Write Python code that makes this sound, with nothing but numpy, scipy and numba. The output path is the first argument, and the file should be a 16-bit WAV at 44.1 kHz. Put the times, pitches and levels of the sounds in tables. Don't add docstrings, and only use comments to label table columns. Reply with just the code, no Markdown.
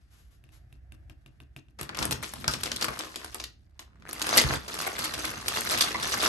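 import sys
import numpy as np
from scipy import signal
from scipy.fft import rfft, irfft
from scipy.io import wavfile
from scipy.ndimage import uniform_filter1d
from numba import njit

SR = 44100
rng = np.random.default_rng(int(sys.argv[2]) if len(sys.argv) > 2 else 0)


def makeup_ratio(level_db):
    decades = np.asarray(level_db, float) / 20
    return 10 ** decades


def transcribe(u):
    v = np.clip(np.atleast_2d(u).T, -1, 1)
    q = np.round(v * 32767).astype(np.int16)
    wavfile.write(sys.argv[1], SR, q)


N = 276948

# start in seconds, level in dB.
TAP_TIMES = [(0.439, -48), (0.49, -52), (0.726, -47), (0.921, -40.5), (1.097, -40), (1.261, -41.5),
             (1.402, -40.5), (1.563, -34.5), (1.684, -51.5)]
# start in seconds, level in dB for a short crunch, extra below 2500 Hz in dB,
# extra above 8000 Hz in dB, length in ms.
CRUNCHES = [(1.788, -47.5, 4.5, 0, 17.5), (1.811, -36.5, 2, 14.5, 4.1), (1.83, -35.5, -14.5, 9.5, 3.4),
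            (1.891, -42.5, 8, -18, 5.8), (1.946, -38.5, 0, -16, 8.4), (1.97, -35.5, -21, 1, 7),
            (1.988, -33, -4, -4, 10.3), (2.026, -27, -14.5, 2.5, 5.4), (2.052, -41.5, 6, 23, 4.1),
            (2.109, -33, 0.5, 8, 13), (2.123, -31, -4.5, 8.5, 7.7), (2.226, -47.5, 9.5, 15.5, 10.7),
            (2.335, -43.5, 4.5, 11.5, 6.3), (2.442, -42, 9.5, -31.5, 5.2), (2.478, -25, -3.5, 7.5, 6.4),
            (2.51, -40.5, -18.5, 7.5, 25), (2.536, -28, -2, 4.5, 5.1), (2.633, -27, -6, 10, 5.5),
            (2.657, -28.5, -5.5, -3.5, 6.5), (2.716, -27, -5, -12, 7), (2.761, -30, -28, 6.5, 4.75),
            (2.811, -32, -4, 6, 8.5), (2.823, -23, -6.5, -3, 6.2), (2.842, -30, 0, 8, 8.6),
            (2.882, -36.5, 7, 1, 8.5), (2.99, -33.5, -13, 8, 6.3), (3.007, -34.5, -3, -18, 6.6),
            (3.045, -40, -12, -2.7, 9.4), (3.158, -29.5, -8, 0.5, 3.6), (3.244, -43, 5.5, 9.5, 7.4),
            (3.344, -40.5, 4, 13, 5.2), (3.399, -33.5, -6, -14, 7), (3.439, -31, -36, 3, 4.66),
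            (3.792, -39.5, -7.5, 0, 4), (3.9985, -60, -5, -6, 2), (4.022, -54, 4.5, -20, 3),
            (4.09, -38.5, -0.5, 5.5, 6.2), (4.129, -42.5, 1.5, 17, 6.7), (4.194, -41, -1, -5.5, 6),
            (4.216, -27.5, -6, 3.5, 11.3), (4.267, -32.5, 1, 8, 6.9), (4.29, -25.5, -4.5, 1.5, 6),
            (4.372, -20, -7.5, 10.5, 5.9), (4.376, -15, -12.5, 4, 6.7), (4.384, -16.5, -36.5, -10, 5.2),
            (4.679, -39.5, -2, -3, 15.1), (4.741, -38, -8, 8.5, 7.6), (4.788, -31.5, -11.5, 5.5, 5.3),
            (4.813, -41.5, 0, 10.5, 8.5), (4.866, -41.5, 7.5, 15, 16.3), (4.989, -35.5, -6, 6, 13.3),
            (5.039, -35, -15, 8, 16), (5.137, -31.5, -10, 2.5, 8.8), (5.191, -33, -9.5, 10, 3.5),
            (5.252, -33, -20, 16, 2.7), (5.481, -24, -9, 6, 7.7), (5.557, -38, -10, -13, 21),
            (5.696, -31, -6, 4, 23.6), (5.717, -32.5, -3, -6, 36), (5.773, -29, -9, 0.5, 21),
            (5.807, -21.5, -18, 1.5, 16.8), (6.029, -31.5, -8, 1, 12), (6.12, -31.5, -6.5, -15, 26),
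            (6.248, -28.5, -15, 4, 11)]
# frequency in Hz, relative level in dB.
FILM_COLOUR = [(300, -24.5), (600, -8.5), (920, -11), (1250, 0.5), (1700, -3), (2500, -2.5), (5000, 2),
               (7500, -5), (10000, -2.5), (11500, 5), (12500, -38)]
# frequency in Hz, scatter in radians.
PORT_SCATTER = [(60, 0.47), (250, 0.96), (700, 3.2), (1300, 1.96), (3000, 4.46), (6500, 0.73),
                (8500, 0.076), (13000, 0.11)]


def curve(rows):
    s, *columns = np.transpose(rows)
    return [np.interp(np.arange(N) / SR, s, c) for c in columns]


def spectrum(points, hz):
    at, value = np.transpose(points)
    return np.interp(np.log(np.maximum(hz, 1)), np.log(at), value)


def split(x, order, hz):
    below = signal.sosfiltfilt(signal.butter(order, hz, fs=SR, output="sos"), x)
    return below, x - below


def noise(points, size=N):
    hz = np.fft.rfftfreq(size, 1 / SR)
    alike = np.exp(-spectrum(PORT_SCATTER, hz) ** 2 / 2)
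    mid, side = rfft(rng.standard_normal((2, size))) * makeup_ratio(spectrum(points, hz))
    opposed = side * np.array([[1], [-1]])
    x = irfft(np.sqrt(1 + alike) * mid + np.sqrt(1 - alike) * opposed, size)
    return x / np.sqrt(np.mean(x ** 2))


def walk(rate):
    k = int(SR / rate)
    held = np.repeat(rng.standard_normal(N // k + 1), k)
    return 1.3 * uniform_filter1d(uniform_filter1d(held, k), k)[:N]


@njit
def rings(start, pole, left, right, size):
    out = np.zeros((2, size))
    for k in range(len(start)):
        z = 1 + 0j
        for i in range(start[k], size):
            out[0, i] += (left[k] * z).imag
            out[1, i] += (right[k] * z).imag
            z *= pole[k]
            if abs(z.real) + abs(z.imag) < .003:
                break
    return out


def strike(s, hz, db, t60, chance):
    decay = np.log(1000) / (np.maximum(t60, 1e-3) * SR)
    pole = np.exp(2j * np.pi * np.minimum(hz, .45 * SR) / SR - decay)
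    turn = np.exp(.5j * spectrum(PORT_SCATTER, hz) * chance)
    start = (s * SR + 0 * hz).astype(np.int64)
    left, right = makeup_ratio(db) * turn, makeup_ratio(db) / turn
    return rings(start.ravel(), pole.ravel(), left.ravel(), right.ravel(), N)


def blows(s, db, modes, spread=1, late=0):
    hz, mode_db, t60 = np.transpose(modes)
    chance = rng.standard_normal((len(s), 3, len(modes)))
    db = db + mode_db + 1.5 * chance[:, 1]
    return strike(s + late / hz, hz * (1 + 0.015 * chance[:, 0]), db, t60 + 0 * s, spread * chance[:, 2])


def crack(s, db, body_db, edge_db, length_s, count, uneven_db=1.5, hump_db=2.5):
    rise_s = .0014
    place, chance = rng.random((len(s), 2, count)), rng.standard_normal((len(s), 2, count))
    hz = 290 * 50 ** ((np.arange(count) + place[:, 0]) / count)
    tilt_db = np.where(hz < 2500, body_db, np.where(hz > 8000, edge_db, 0))
    colour_db = spectrum(FILM_COLOUR, hz) + tilt_db
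    colour_db = colour_db + hump_db * np.cos(2 * np.log(hz) + 2 * np.pi * rng.random((len(s), 1)))
    t60 = 5.5 / hz + .002
    delay = length_s * place[:, 1] ** (1 + .016 / length_s)
    delay = delay + rise_s * place[:, 0]
    colour_db = colour_db + 10 * np.log10(1 - np.exp(-delay / rise_s))
    return strike(s + delay, hz, db + colour_db + uneven_db * chance[:, 0], t60, chance[:, 1])


def room_tone():
    # frequency in Hz, relative level in dB.
    hum_colour = [(25, -1.5), (40, 2.5), (61, 11.5), (85, 2), (118, 0), (160, -12), (250, -33),
                  (315, -15.5), (420, -33.5), (700, -22), (1050, -41.5), (1700, -27), (5000, -62),
                  (13000, -57)]
    return makeup_ratio(-54.5 + 1.7 * walk(5.5)) * noise(hum_colour)


def room(x):
    t60_s, treble_t60_s, rise_s, level_db = 0.27, 0.31, 0.0054, -6.5
    size = SR // 2
    t = np.arange(size) / SR
    dull, bright = split(noise([(100, 11.0), (1000, 3.9), (13000, 1.1)], size=size), 2, 6000)
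    tail = (dull + bright * makeup_ratio(-60 * t / treble_t60_s)) * makeup_ratio(-60 * t / t60_s)
    tail = tail * (1 - np.exp(-(t / rise_s) ** 2))
    tail = tail / np.sqrt(np.sum(tail ** 2) / 2)
    return makeup_ratio(level_db) * signal.fftconvolve(x.mean(axis=0)[None], tail, axes=1)[:, :N]


def bumping():
    # time in seconds, level in dB around which it wanders.
    bump_levels = [(0.0, -69.5), (1.764, -71), (1.79, -51), (2.13, -43.5), (2.29, -55), (2.45, -45),
                   (3.77, -72.5), (4.5, -39), (4.63, -53), (6.28, -45.5)]
    # frequency in Hz, relative level in dB.
    bump_colour = [(25, -31), (60, 2.5), (130, 1.5), (250, -1.5), (500, -17), (900, -48.5)]
    return makeup_ratio(curve(bump_levels)[0] + 2.4 * walk(30)) * noise(bump_colour)


def thuds():
    # start in seconds, level in dB.
    table_blows = [(1.807, -36), (1.997, -32), (2.111, -31.5), (2.469, -29), (2.875, -36.5), (4.437, -20.5),
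                   (4.495, -28.5), (4.559, -32)]
    # frequency in Hz, relative level in dB, decay by 60 dB in seconds.
    table_modes = [(63.5, -1.5, 0.18), (133.3, -1.5, 0.18), (232, -5.5, 0.037)]
    heavy = blows(*np.transpose(table_blows)[:, :, None], table_modes, late=0.75)
    tap_s, tap_db = np.transpose(TAP_TIMES)[:, :, None]
    return heavy + blows(tap_s, tap_db - 6, table_modes[1:])


def brushes():
    # start in seconds, length in seconds, peak level in dB around which it wanders.
    swishes = [(0.099, 0.22, -66.5), (0.306, 0.095, -66.5), (0.518, 0.08, -62.5)]
    # frequency in Hz, relative level in dB.
    page_colour = [(500, 0.5), (1500, 4), (6000, -0.5), (9000, -4.5), (11500, 7.5), (13000, -36)]
    s, length_s, db = np.transpose(swishes)[:, :, None]
    along = np.clip((np.arange(N // 5) / SR - s) / length_s, 0, 1)
    swell = np.sum(makeup_ratio(db) * np.sin(np.pi * np.sqrt(along)), axis=0)
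    return np.pad(swell, (0, N - len(swell))) * makeup_ratio(2 * walk(38.4)) * noise(page_colour)


def taps():
    # frequency in Hz, relative level in dB, decay by 60 dB in seconds.
    sheet_modes = [(300, -9, .02), (660, -12, .015), (1560, -18, .03), (2560, -6, .016), (2750, -6, .016),
                   (3700, -12, .012)]
    s, db = np.transpose(TAP_TIMES)[:, :, None]
    tick_s, wait_s, shuffle_s = .003, .004, .03
    tick_db, shuffle_db = -15, -17.5
    sheets = blows(s, db, sheet_modes, spread=.25, late=1.2)
    tick = crack(s, db + tick_db, 0.5, 12.0, tick_s, count=50)
    shuffle = crack(s + wait_s, db + shuffle_db, -0.73, 0.99, shuffle_s, count=60)
    return sheets + tick + shuffle


def crackle(rate, scatter_db, most_db):
    chance = rng.random((5000, 4))
    s = np.cumsum(-np.log(1 - chance[:, :1]), axis=0) / rate
    db = np.minimum(-scatter_db * np.log(1 - chance[:, 1:2]), most_db)
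    body_db, edge_db = 16 * (chance[:, 2:3] - .5), 16 * (chance[:, 3:] - .5)
    x = crack(s, db, body_db, edge_db, length_s=.003, count=10, uneven_db=4., hump_db=6.)
    return x / np.sqrt(np.mean(x ** 2))


def tumbling(rate, t60):
    # one frequency in Hz each, varied slightly at every contact.
    block_rings = [1090, 1280, 1585, 2080, 2734, 3570, 4120, 4800, 6130]
    count = 2000
    chance, normal = rng.random((count, 2)), rng.standard_normal((count, 3))
    s = np.cumsum(-np.log(1 - chance[:, 0])) / rate
    piece = (chance[:, 1] * len(block_rings)).astype(int)
    hz = np.array(block_rings)[piece] * (1 + 0.022 * normal[:, 0])
    x = strike(s, hz, 4.5 * np.minimum(normal[:, 1], 2), t60 + 0 * hz, normal[:, 2])
    return x / np.sqrt(np.mean(x ** 2))


def settling(db):
    rise_s, t60_s = 0.0043, 0.14
    s, length_ms = np.transpose(CRUNCHES)[[0, 4], :, None]
    step = 64
    since = np.maximum(np.arange(0, N, step) / SR - s, 0)
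    after = np.maximum(since - length_ms / 1000, 0)
    power = (makeup_ratio(db[:, None] - 60 * after / t60_s) * (1 - np.exp(-since / rise_s))) ** 2
    return np.interp(np.arange(N), np.arange(0, N, step), power.sum(axis=0))


def rustle():
    # time in seconds, gain of the bright rustle in dB,
    # gain of the dull clatter in dB.
    hand_levels = [(0, -70, -60.5), (1.783, -77, -66), (1.795, -42, -45), (1.9, -70, -53.5),
                   (2.03, -38, -31.5), (2.2, -74, -57), (2.24, -37, -49), (2.32, -48.5, -57),
                   (2.9, -44.5, -39), (3.43, -53.5, -60.5), (3.55, -80, -83.5), (4.045, -77.5, -62.5),
                   (4.085, -52, -47.5), (4.4, -26.5, -28), (4.55, -37, -33), (4.61, -52, -49.5),
                   (4.72, -45, -45), (4.8, -32, -33.5), (4.91, -41.5, -43), (5.02, -33.5, -33.5),
                   (5.11, -42.5, -43), (5.22, -36, -36.5), (5.36, -42, -40.5), (5.455, -44.5, -45),
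                   (5.5, -32.5, -35.5), (5.98, -36, -36.5), (6.28, -28, -30)]
    bright_db, dull_db = curve(hand_levels)
    db, body_db = np.transpose(CRUNCHES)[1:3]
    bright_gain = np.sqrt(makeup_ratio(bright_db) ** 2 + settling(db - 8.5))
    dull_gain = np.sqrt(makeup_ratio(dull_db) ** 2 + settling(db + body_db - 6.5))
    crackling = crackle(rate=760, scatter_db=5, most_db=9)
    ticking = tumbling(rate=300, t60=.016)
    pieces_db = np.where(np.arange(N) < 4 * SR, -11., -5.)
    bag_moves = np.arange(N) > 1.78 * SR
    grains = bag_moves * (crackling + makeup_ratio(pieces_db) * ticking)
    hiss = makeup_ratio(-10 + 2 * walk(90)) * noise(FILM_COLOUR)
    busy = (grains + hiss) * makeup_ratio(2 * walk(25))
    dull, bright = split(busy, 2, 2500)
    return bright_gain * bright + dull_gain * dull


def snaps():
    # start in seconds, level in dB (every ring starts 0.5 dB below it), centre of the cluster in Hz.
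    pops = [(1.8924, -26.5, 4060), (1.989, -18, 5660), (2.029, -21.5, 4600), (2.126, -14.5, 6130),
            (2.338, -32, 4830), (2.444, -27.5, 3800), (2.4799, -9, 5460), (2.635, -23, 6030),
            (2.668, -27, 3020), (2.676, -25, 1900), (2.769, -23, 3860), (2.8261, -18.5, 4600),
            (3.008, -29.5, 3630), (3.794, -47, 1050), (4.053, -37.5, 1520), (4.065, -41, 1700),
            (4.074, -39.5, 2300), (4.111, -29.5, 5560), (4.813, -23.5, 5700), (5.022, -26, 3000),
            (5.4603, -27, 1610), (5.483, -37, 4840), (6.0, -27.5, 2710), (6.203, -23, 5000),
            (6.263, -11.5, 6230)]
    s, db, hz = np.transpose(pops)[:, :, None]
    chance = rng.standard_normal((len(s), 3, 4))
    hz = hz * (1 + 0.058 * chance[:, 0])
    return strike(s + 0.00029 * np.abs(chance[:, 1]), hz, db - 0.5, 14 / hz, 0.56 * chance[:, 2])


def cracks():
    s, db, body_db, edge_db, length_ms = np.transpose(CRUNCHES)[:, :, None]
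    db = db + 10 * np.log10(length_ms / 3.15)
    return crack(s, db, body_db, edge_db, length_ms / 1000, count=90)


def knocks():
    # start in seconds, level in dB, low ring in Hz, high ring in Hz, both varied slightly.
    block_knocks = [(2.487, -24, 1280, 1533), (4.381, -11.5, 2053, 4800), (4.866, -25, 744, 2070),
                    (5.016, -32, 1340, 4300), (5.042, -31, 1280, 2280), (6.138, -26, 1240, 1530),
                    (5.717, -24, 1330, 4240), (5.807, -20.5, 3570, 4770), (5.947, -22, 1090, 2135),
                    (6.029, -27.5, 1375, 5660)]
    gap_s, drop_db = 0.0061, 2
    s, db, low_hz, high_hz = np.transpose(block_knocks)[:, :, None]
    hz = np.hstack([low_hz, high_hz] * 3)
    bounce, chance = np.arange(6) // 2, rng.standard_normal((len(s), 2, 6))
    hz = hz * (1 + 0.022 * chance[:, 0])
    return strike(s + gap_s * bounce, hz, db - drop_db * bounce, 0.026 + 0 * hz, chance[:, 1])


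def scene():
    # time in seconds, left minus right in dB.
    hand_side = [(0, 5), (2.3, 3.5), (3.8, 0.8), (6.28, 0.2)]
    pan_db, tapped = curve(hand_side)[0], taps()
    near = tapped + brushes() + cracks() + snaps() + knocks() + rustle()
    near = signal.sosfilt(signal.butter(4, 250, "highpass", fs=SR, output="sos"), near)
    near = near + room(near - (1 - makeup_ratio(-4)) * tapped)
    below, treble = split(near, 4, 7000)
    near = treble + below * makeup_ratio(np.array([pan_db, -pan_db]) / 2)
    low = thuds() + bumping() + room_tone()
    low_pan_db = -1.5
    return near + low * makeup_ratio(low_pan_db / 2 * np.array([[1], [-1]]))


def low_pass(x):
    return signal.sosfilt(signal.butter(12, 12870, fs=SR, output="sos"), x)


def record(dry):
    low_hz, top_hz, port_hz, port_width_hz = 41.7, 12300, 10160, 2370
    dry = signal.sosfilt(signal.butter(3, low_hz, "highpass", fs=SR, output="sos"), dry)
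    dry = signal.sosfilt(signal.butter(10, top_hz, fs=SR, output="sos"), dry)
    r, c = np.exp(-np.pi * port_width_hz / SR), np.cos(2 * np.pi * port_hz / SR)
    left = signal.lfilter([r * r, -2 * r * c, 1], [1, -2 * r * c, r * r], dry[0])
    return low_pass(np.array([left, dry[1]]))


dry = scene()
out = record(dry)
transcribe(out)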